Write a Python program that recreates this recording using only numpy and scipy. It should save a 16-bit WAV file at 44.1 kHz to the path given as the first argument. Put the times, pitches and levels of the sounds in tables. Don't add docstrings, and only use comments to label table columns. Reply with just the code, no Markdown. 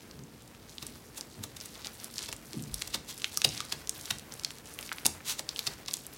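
import sys
import numpy as np
from scipy import signal
from scipy.fft import rfft, irfft, next_fast_len
from scipy.io import wavfile

SR = 44100
rng = np.random.default_rng(int(sys.argv[2]) if len(sys.argv) > 2 else 0)


def unload_audio(sound):
    columns = np.transpose(np.atleast_2d(sound))
    steps = np.round(np.clip(columns, -1, 1) * 32767)
    wavfile.write(sys.argv[1], SR, steps.astype(np.int16))


N = 272097
TIME = np.arange(N) / SR

# time in seconds, energy in dB (as a 1 ms burst),
# ring in Hz, width in octaves.
SNAPS = [(0.112, -40, 4560, 0.67), (0.1914, -45.5, 4480, 1), (0.2372, -45, 6800, 0.45),
         (0.4221, -46.5, 7860, 2.3), (0.4774, -46, 6260, 2.2), (0.549, -45, 2400, 2.8),
         (0.695, -42, 4840, 0.9), (0.7827, -30.5, 3630, 0.57), (0.834, -44, 4750, 1),
         (0.8673, -30, 8200, 0.88), (0.8773, -43.5, 8200, 0.8), (1.181, -37, 8400, 1.4),
         (1.2102, -28, 6100, 1.2), (1.6028, -35.5, 5300, 0.97), (1.6113, -33, 5100, 0.7),
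         (1.658, -33.5, 7260, 2.6), (1.755, -39, 3570, 0.91), (1.7785, -46, 5400, 0.83),
         (1.8468, -30, 4200, 0.6), (1.8705, -28, 4860, 1.1), (2.0005, -38, 5400, 0.86),
         (2.044, -28.5, 8700, 2.4), (2.1125, -45, 8600, 1), (2.141, -38, 7060, 1.6),
         (2.182, -25, 5000, 0.8), (2.191, -29, 4400, 2.2), (2.2373, -38, 4700, 0.62),
         (2.26, -36, 4200, 0.73), (2.2903, -33, 3900, 1.3), (2.317, -36, 5200, 1.3),
         (2.3276, -27, 3300, 3.6), (2.3649, -38.5, 8200, 0.77), (2.5324, -33, 4280, 1.9),
         (2.624, -36.5, 9100, 1.3), (2.6381, -38, 6100, 1.9), (2.7427, -23.5, 7240, 5.5),
         (2.743, -27.5, 10300, 0.2), (2.8211, -22.5, 4480, 2.2), (2.958, -36, 4600, 1.6),
         (3.1266, -39, 5500, 0.98), (3.1782, -36, 7400, 1.9), (3.2195, -31, 3750, 1.5),
         (3.244, -17, 3150, 0.98), (3.2535, -36, 2950, 0.3), (3.344, -36, 7900, 1.7),
         (3.3734, -18, 5500, 0.6), (3.3738, -21.5, 10500, 2.2), (3.3737, -32, 1210, 0.34),
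         (3.3804, -33.5, 8200, 1.3), (3.418, -20, 3180, 2.4), (3.4424, -27, 4800, 1.4),
         (3.4457, -19, 4770, 0.44), (3.4456, -17, 2800, 0.25), (3.4464, -13, 3800, 0.18),
         (3.4479, -11.5, 4850, 0.12), (3.4494, -23, 3200, 1.3), (3.4903, -27.5, 5600, 0.57),
         (3.5775, -28.5, 4560, 1), (3.604, -27.5, 1244, 0.23), (3.6047, -24, 3860, 2.8),
         (3.6511, -36.5, 7400, 2.6), (3.724, -24.5, 4540, 0.62), (3.8735, -32, 5300, 1.2),
         (3.8943, -18, 7100, 1.6), (4.0118, -36.5, 7100, 2.1), (4.0361, -43, 7300, 2.6),
         (4.0564, -32, 5000, 1.4), (4.106, -27, 4840, 3.4), (4.1851, -35, 6300, 2), (4.196, -38, 5200, 3.9),
         (4.3225, -33.5, 5470, 0.64), (4.3392, -34.5, 9260, 0.7), (4.3963, -33.5, 5370, 2.1),
         (4.4356, -33, 5000, 1.4), (4.4471, -28.5, 6000, 1.8), (4.448, -18, 4440, 0.71),
         (4.5065, -32, 2420, 3.4), (4.5153, -41, 7400, 2.2), (4.5849, -39.5, 6200, 3.2),
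         (4.6573, -43, 7400, 1.5), (4.673, -42, 5600, 0.92), (4.7388, -38, 9600, 0.61),
         (4.789, -35, 12500, 1.4), (4.7893, -29, 2880, 0.71), (4.8108, -35.5, 9400, 1.9),
         (4.8277, -33.5, 3460, 1.4), (4.8629, -38, 6500, 3.2), (4.8924, -33, 2420, 1),
         (4.917, -24.5, 1420, 1.04), (4.9245, -28.5, 1810, 2.8), (4.929, -31, 7000, 2.8),
         (4.984, -31.5, 2430, 1), (5.051, -25, 4800, 4), (5.054, -28, 4300, 1.7), (5.0639, -14, 5830, 0.88),
         (5.065, -10, 9000, 2.5), (5.2055, -39.5, 1820, 0.37), (5.394, -24, 3860, 5.6),
         (5.491, -21.5, 4900, 0.66), (5.5615, -28, 3620, 0.65), (5.5712, -37.5, 6200, 2.9),
         (5.5804, -37, 4800, 0.9), (5.592, -20.5, 3800, 0.77), (5.593, -30, 11500, 1),
         (5.6682, -23.5, 4540, 1.9), (5.6741, -22, 4580, 0.35), (5.7364, -39, 4800, 2.9),
         (5.8611, -37.5, 5500, 1.5), (5.8829, -26, 4740, 0.64), (5.9111, -31, 4800, 0.78),
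         (5.9344, -28, 9350, 2.1), (5.9395, -19, 6430, 1.5), (5.9694, -32.5, 7800, 2.4),
         (6.0667, -32, 9900, 0.89), (6.1363, -41.5, 12200, 0.8)]
# centre and spread in seconds, energy in dB,
# ring in Hz, flap against the run in dB, thud in Hz.
PEELS = [(0.827, 0.0044, -30, 4570, -5, 190), (1.178, 0.0089, -28.5, 7460, -10, 170),
         (1.4386, 0.0038, -26, 7300, -10.5, 140), (1.569, 0.0033, -32.5, 6400, -26, 190),
         (1.658, 0.0061, -37, 7800, -20, 190), (1.857, 0.009, -30.5, 4600, -8, 180),
         (2.287, 0.004, -31.5, 4220, 0, 160), (2.329, 0.0048, -33.5, 6400, -3, 75),
         (2.818, 0.0035, -30, 4630, -13, 170), (2.877, 0.0018, -29.5, 7140, -14, 180),
         (2.946, 0.0067, -17.5, 4700, -12, 73.5), (3.4482, 0.0024, -14, 6830, -7, 134),
         (3.725, 0.0036, -21, 4450, -11, 141), (4.109, 0.0028, -17, 3870, -14.5, 63.6),
         (4.855, 0.012, -37, 8000, -16, 190), (5.057, 0.0015, -15.5, 6130, -5.5, 68.4),
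         (5.392, 0.0097, -28, 6400, -3.5, 150), (5.672, 0.0047, -20, 4550, -11.5, 68.6),
         (5.885, 0.0048, -28, 4360, -10, 159)]
# pitch in Hz, width in Hz, relative level in dB.
SHEET_MODES = [(1120, 290, 10), (1920, 47, -2), (2674, 210, -0.5), (3620, 290, 1)]
# start and length in seconds, relative crackle level in dB,
# offset in dB at full fineness.
PRESSES = [(0.0, 0.053, -61.5, -12), (0.684, 0.28, -60, -2), (1.008, 0.48, -63, -6), (1.608, 0.2, -54, -9),
           (1.93, 0.21, -55.5, -2.5), (2.159, 0.087, -47.5, -8.5), (2.45, 0.21, -57, -1.5),
           (2.733, 0.12, -52.5, -5.5), (3.133, 0.36, -52.5, -3.5), (3.45, 0.13, -49, -19),
           (3.692, 0.039, -53.5, -8), (3.942, 0.17, -52.5, -4), (4.307, 0.21, -59, -5),
           (4.64, 0.42, -60, 0.5), (5.507, 0.13, -54, -4), (5.856, 0.16, -53.5, -6), (6.125, .1, -57.5, -3)]
# centre and spread in seconds, level in dB.
BRUSHES = [(3.1, 0.015, -39.5), (5.299, 0.023, -31.5)]
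# time in seconds, relative level in dB.
RUB_LEVELS = [(0.0, -58.5), (0.38, -62.5), (1.72, -57.5), (1.82, -52), (2.23, -59), (3.28, -55.5),
              (3.61, -55.5), (3.81, -54.5), (5.76, -53.5), (6.17, -57.5)]
# start, rise and fade in seconds, relative level in dB, rumble centre in Hz.
BUMPS = [(0.01, 0.041, 0.16, -53.5, 226.4), (.13, 0.063, 0.077, -46, 164.4), (.86, 0.037, 0.11, -52.5, 282),
         (1.355, 0.025, 0.078, -45, 121.3), (2.537, 0.007, 0.013, -36.5, 215),
         (2.561, 0.013, 0.026, -34.5, 150), (2.6, 0.0083, 0.076, -40, 163), (2.66, 0.019, 0.16, -47.5, 57),
         (3.455, 0.019, 0.12, -46.5, 138.7)]
# pitch in Hz, width in Hz, gain in dB.
BOOM_MODES = [(52, 4.2, 3.5), (138.5, 31, -2.5), (231, 29, -5.5), (304, 23, -5.5), (437, 33, -9)]
# frequency in Hz, gain in dB.
CRACKLE_EQ = [(800, 4.5), (1700, -9.5), (2700, -6), (4500, 0.5), (7000, -0.5), (10000, 2), (16000, -2)]
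BRUSH_EQ = [(290, -47), (500, -22), (1030, -6), (1130, -8), (1690, -11), (1790, -10), (3920, 0),
            (5240, -3.5), (6060, -1.5), (16000, -13)]
RUB_EQ = [(150, -29), (400, 1.5), (1000, 1), (2000, -0.5), (4000, -9), (12000, -12)]
KITCHEN_EQ = [(20, -22), (36, -7), (52, -4.5), (80, 1.5), (130, -3.5), (240, -3), (420, -5.5), (700, -12.5),
              (2000, -22), (6000, -26), (16000, -29)]
TAIL_EQ = [(60, 4.5), (150, 9.5), (400, 6), (2000, 1), (2850, 2.5), (4000, -0.5), (7000, -0.5), (11000, -4),
           (16000, -8)]


def snap(hz, octaves, lead_in_s=0.00035, rattle_s=0.0024, crack_db=-31):
    t = TIME[:800] - TIME[100]
    lead_in = 0.072 * np.exp(-np.abs(t) / lead_in_s)
    rattle = 0.074 * np.exp(-np.abs(t) / rattle_s)
    push = rng.standard_normal(len(t)) * np.where(t < 0, lead_in, rattle)
    push[100] += 1
    width_hz = 2 * hz * np.sinh(octaves * np.log(2) / 2)
    note = ring(ring(ring(push, hz, 0.69 * width_hz), hz, 5.1 * width_hz), hz, 7.0 * width_hz)
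    note = highpass(note, 0.31 * hz / 2 ** (octaves / 2))
    crack = highpass(ring(push, hz, 3.8 * hz), 0.71 * hz)
    return energy(note, 0) + energy(crack, crack_db)


def clear_snaps():
    out = np.zeros(N)
    for s, db, hz, octaves in SNAPS:
        add(out, s - TIME[100], energy(snap(hz, octaves), db))
    return out


def faint_snaps(count=160, centre_hz=7000, over_db=4, scatter_db=3):
    out, push = np.zeros(N), finger_pressure()
    for slot, (when, size, pitch) in enumerate(rng.random((count, 3))):
        i = int((slot + when) / count * (N - 1))
        tick = snap(centre_hz * 2 ** (0.99 * (2 * pitch - 1)), octaves=0.79)
        add(out, TIME[i], push[i] * energy(tick, over_db + scatter_db * (2 * size - 1)))
    return out


def peels(thud_db=-16):
    out, t = np.zeros(N), TIME[:6000] - TIME[3000]
    for s, spread, db, hz, flap_db, thud_hz in PEELS:
        run = grains(len(t), rate=6000, scatter_db=2.5) * np.exp(-np.abs(t) / spread)
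        run = highpass(ring(run, hz, 0.85 * hz), 0.1 * hz)
        sheet = sum(energy(ring(run, mode_hz, width), mode_db - 7 * abs(np.log2(mode_hz / hz)))
                    for mode_hz, width, mode_db in SHEET_MODES)
        add(out, s + t[0], energy(energy(run, 7) + sheet, db))
        add(out, s + spread / 2, energy(sheet_flap(), db + flap_db))
        add(out, s, energy(mat_thud(thud_hz), db + thud_db))
    return out


def sheet_flap(drop_hz=1100, floor_hz=45, fall_s=0.00301, fade_s=0.0062, roughness=1.48):
    t = TIME[:6000]
    hz = floor_hz + drop_hz / (1 + t / fall_s)
    sweep = np.sin(2 * np.pi * np.cumsum(hz) / SR)
    crumple = eq(rng.standard_normal(len(t)), [(40, 0), (150, -1), (400, -1.5), (900, -4.5), (2500, -16.5)])
    return (sweep + roughness * level(crumple, 0)) * np.exp(-t / fade_s)


def mat_thud(hz, rise_s=0.0086, fade_s=0.013):
    t = TIME[:9000]
    push = rng.standard_normal(len(t)) * (1 - np.exp(-t / rise_s)) * np.exp(-t / fade_s)
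    return highpass(ring(push, hz, 0.5 * hz), hz)


def rice_crackle(cluster_db=2.5, patchy_db=2.5):
    out, cluster = 0, cluster_db * drift(32)
    coarse, fine = finger_pressure(), finger_pressure(fineness=0.68)
    for hz in np.geomspace(1700, 14000, 9):
        clicks = grains(N, rate=150, scatter_db=2.5) * undb(cluster + patchy_db * drift(35))
        band = ring(ring(clicks, hz, 0.34 * hz), hz, 2 * hz)
        blend = np.interp(hz, [4500, 9000], [0, 1])
        push = coarse * (fine / coarse) ** blend
        out = out + push * level(band, -5)
    return eq(out, CRACKLE_EQ)


def finger_pressure(fineness=0, attack_s=0.012, release_s=0.069, rest_db=-66, rest_fine_db=-10):
    power = undb(rest_db + fineness * rest_fine_db) ** 2
    for s, length, db, fine_db in PRESSES:
        attack = np.clip((TIME - s) / attack_s + .5, 0, 1)
        release = np.exp(-np.maximum(TIME - s - length, 0) / release_s)
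        power = power + (attack * release * undb(db + fineness * fine_db)) ** 2
    return np.sqrt(power)


def skin_brushes():
    strokes = sum(undb(db) * np.exp(-.5 * ((TIME - s) / spread) ** 2) for s, spread, db in BRUSHES)
    slips = eq(grains(N, rate=30000, scatter_db=4), BRUSH_EQ)
    return strokes * level(slips, 0)


def palm_rub(waver_db=2.7):
    slips = eq(grains(N, rate=2500, scatter_db=3), RUB_EQ)
    fader_db = np.interp(TIME, *np.transpose(RUB_LEVELS)) + waver_db * drift(25)
    return level(slips, -0.5) * undb(fader_db)


def worktop_bumps(slide=0.7, slide_s=0.012):
    out, t = np.zeros(N), TIME[:SR]
    for s, rise, fade, db, hz in BUMPS:
        push = np.minimum(t / rise, 1) * np.exp(-np.maximum(t - rise, 0) / fade)
        wobble = 1 + 0.0786 * drift(60)[:SR]
        pitch = .85 * hz * (1 + slide * np.exp(-t / slide_s)) * wobble
        note = np.sin(2 * np.pi * np.cumsum(pitch) / SR)
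        rumble = ring(ring(rng.standard_normal(SR), hz, hz), hz, 2 * hz)
        rumble = highpass(rumble, 0.74 * hz)
        add(out, s, push * undb(db) * (level(note, -6) + level(rumble, -2)))
    return eq(out, [(30, 11), (60, 2), (330, 0.5), (600, -9.5), (2000, -2)])


def kitchen_reverb(x, decay_s=0.28, tail_db=-12, wall_db=-22, wall_s=0.0085):
    t = TIME[:SR // 2]
    fade_in = np.clip((t - .002) / 0.0078, 0, 1)
    tail = eq(rng.standard_normal(len(t)), TAIL_EQ) * undb(-60 * t / decay_s) * fade_in
    bounce = rng.standard_normal(len(t)) * (t > wall_s) * np.exp(-t / 0.0061)
    response = sum(undb(db) * part / np.sqrt(np.sum(part ** 2))
                   for part, db in [(boom(tail), tail_db), (bounce, wall_db)])
    return signal.fftconvolve(x, response)[:N]


def kitchen_tone(db=-53.5, waver_db=0.23):
    bed = boom(eq(rng.standard_normal(N), KITCHEN_EQ))
    return level(bed, db) * undb(waver_db * drift(3.9))


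def boom(x):
    return 0.76 * x + sum(undb(db) * ring(x, hz, width) for hz, width, db in BOOM_MODES)


def grains(count, rate, scatter_db):
    chance, size = rng.random((2, count))
    sign = rng.choice([-1, 1], count)
    return (chance < rate / SR) * sign * undb(-scatter_db * np.log(np.maximum(size, .004)))


def drift(rate):
    knots = rng.standard_normal(N // 100)
    return np.interp(TIME * rate, np.arange(len(knots)), knots)


def ring(x, hz, width_hz):
    hz = min(hz, .4 * SR)
    return signal.lfilter(*signal.iirpeak(hz, hz / min(width_hz, SR / 4), fs=SR), x)


def highpass(x, hz):
    return signal.lfilter(*signal.butter(2, hz, "high", fs=SR), x)


def eq(x, points):
    hz, db = np.transpose(points)
    size = next_fast_len(len(x))
    bins_hz = np.maximum(np.fft.rfftfreq(size, 1 / SR), 1)
    gain = undb(np.interp(np.log(bins_hz), np.log(hz), db))
    return irfft(rfft(x, size) * gain, size)[:len(x)]


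def undb(db):
    return 10 ** (np.asarray(db) / 20)


def level(x, db):
    return x * undb(db) / np.sqrt(np.mean(x ** 2))


def energy(x, db):
    return x * undb(db) * np.sqrt(SR / 1000 / np.sum(x ** 2))


def add(out, s, x):
    i = int(np.clip(s * SR, 0, N - 1))
    out[i:i + len(x)] += x[:N - i]


def scene():
    crunch = peels() + skin_brushes()
    ticks = clear_snaps() + faint_snaps()
    crackle = rice_crackle()
    room = kitchen_reverb(0.91 * crunch + 0.66 * ticks + 1.83 * crackle)
    direct = crunch + ticks + 1.15 * crackle
    return (direct + room + palm_rub() + worktop_bumps() + kitchen_tone())[None]


def record(dry):
    low_cut = signal.butter(4, 42, "high", fs=SR, output="sos")
    high_cut = signal.ellip(10, .2, 80, 16000, fs=SR, output="sos")
    rounded = np.tanh(signal.sosfilt(low_cut, dry))
    return signal.sosfilt(high_cut, rounded)


dry = scene()
out = record(dry)
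unload_audio(out)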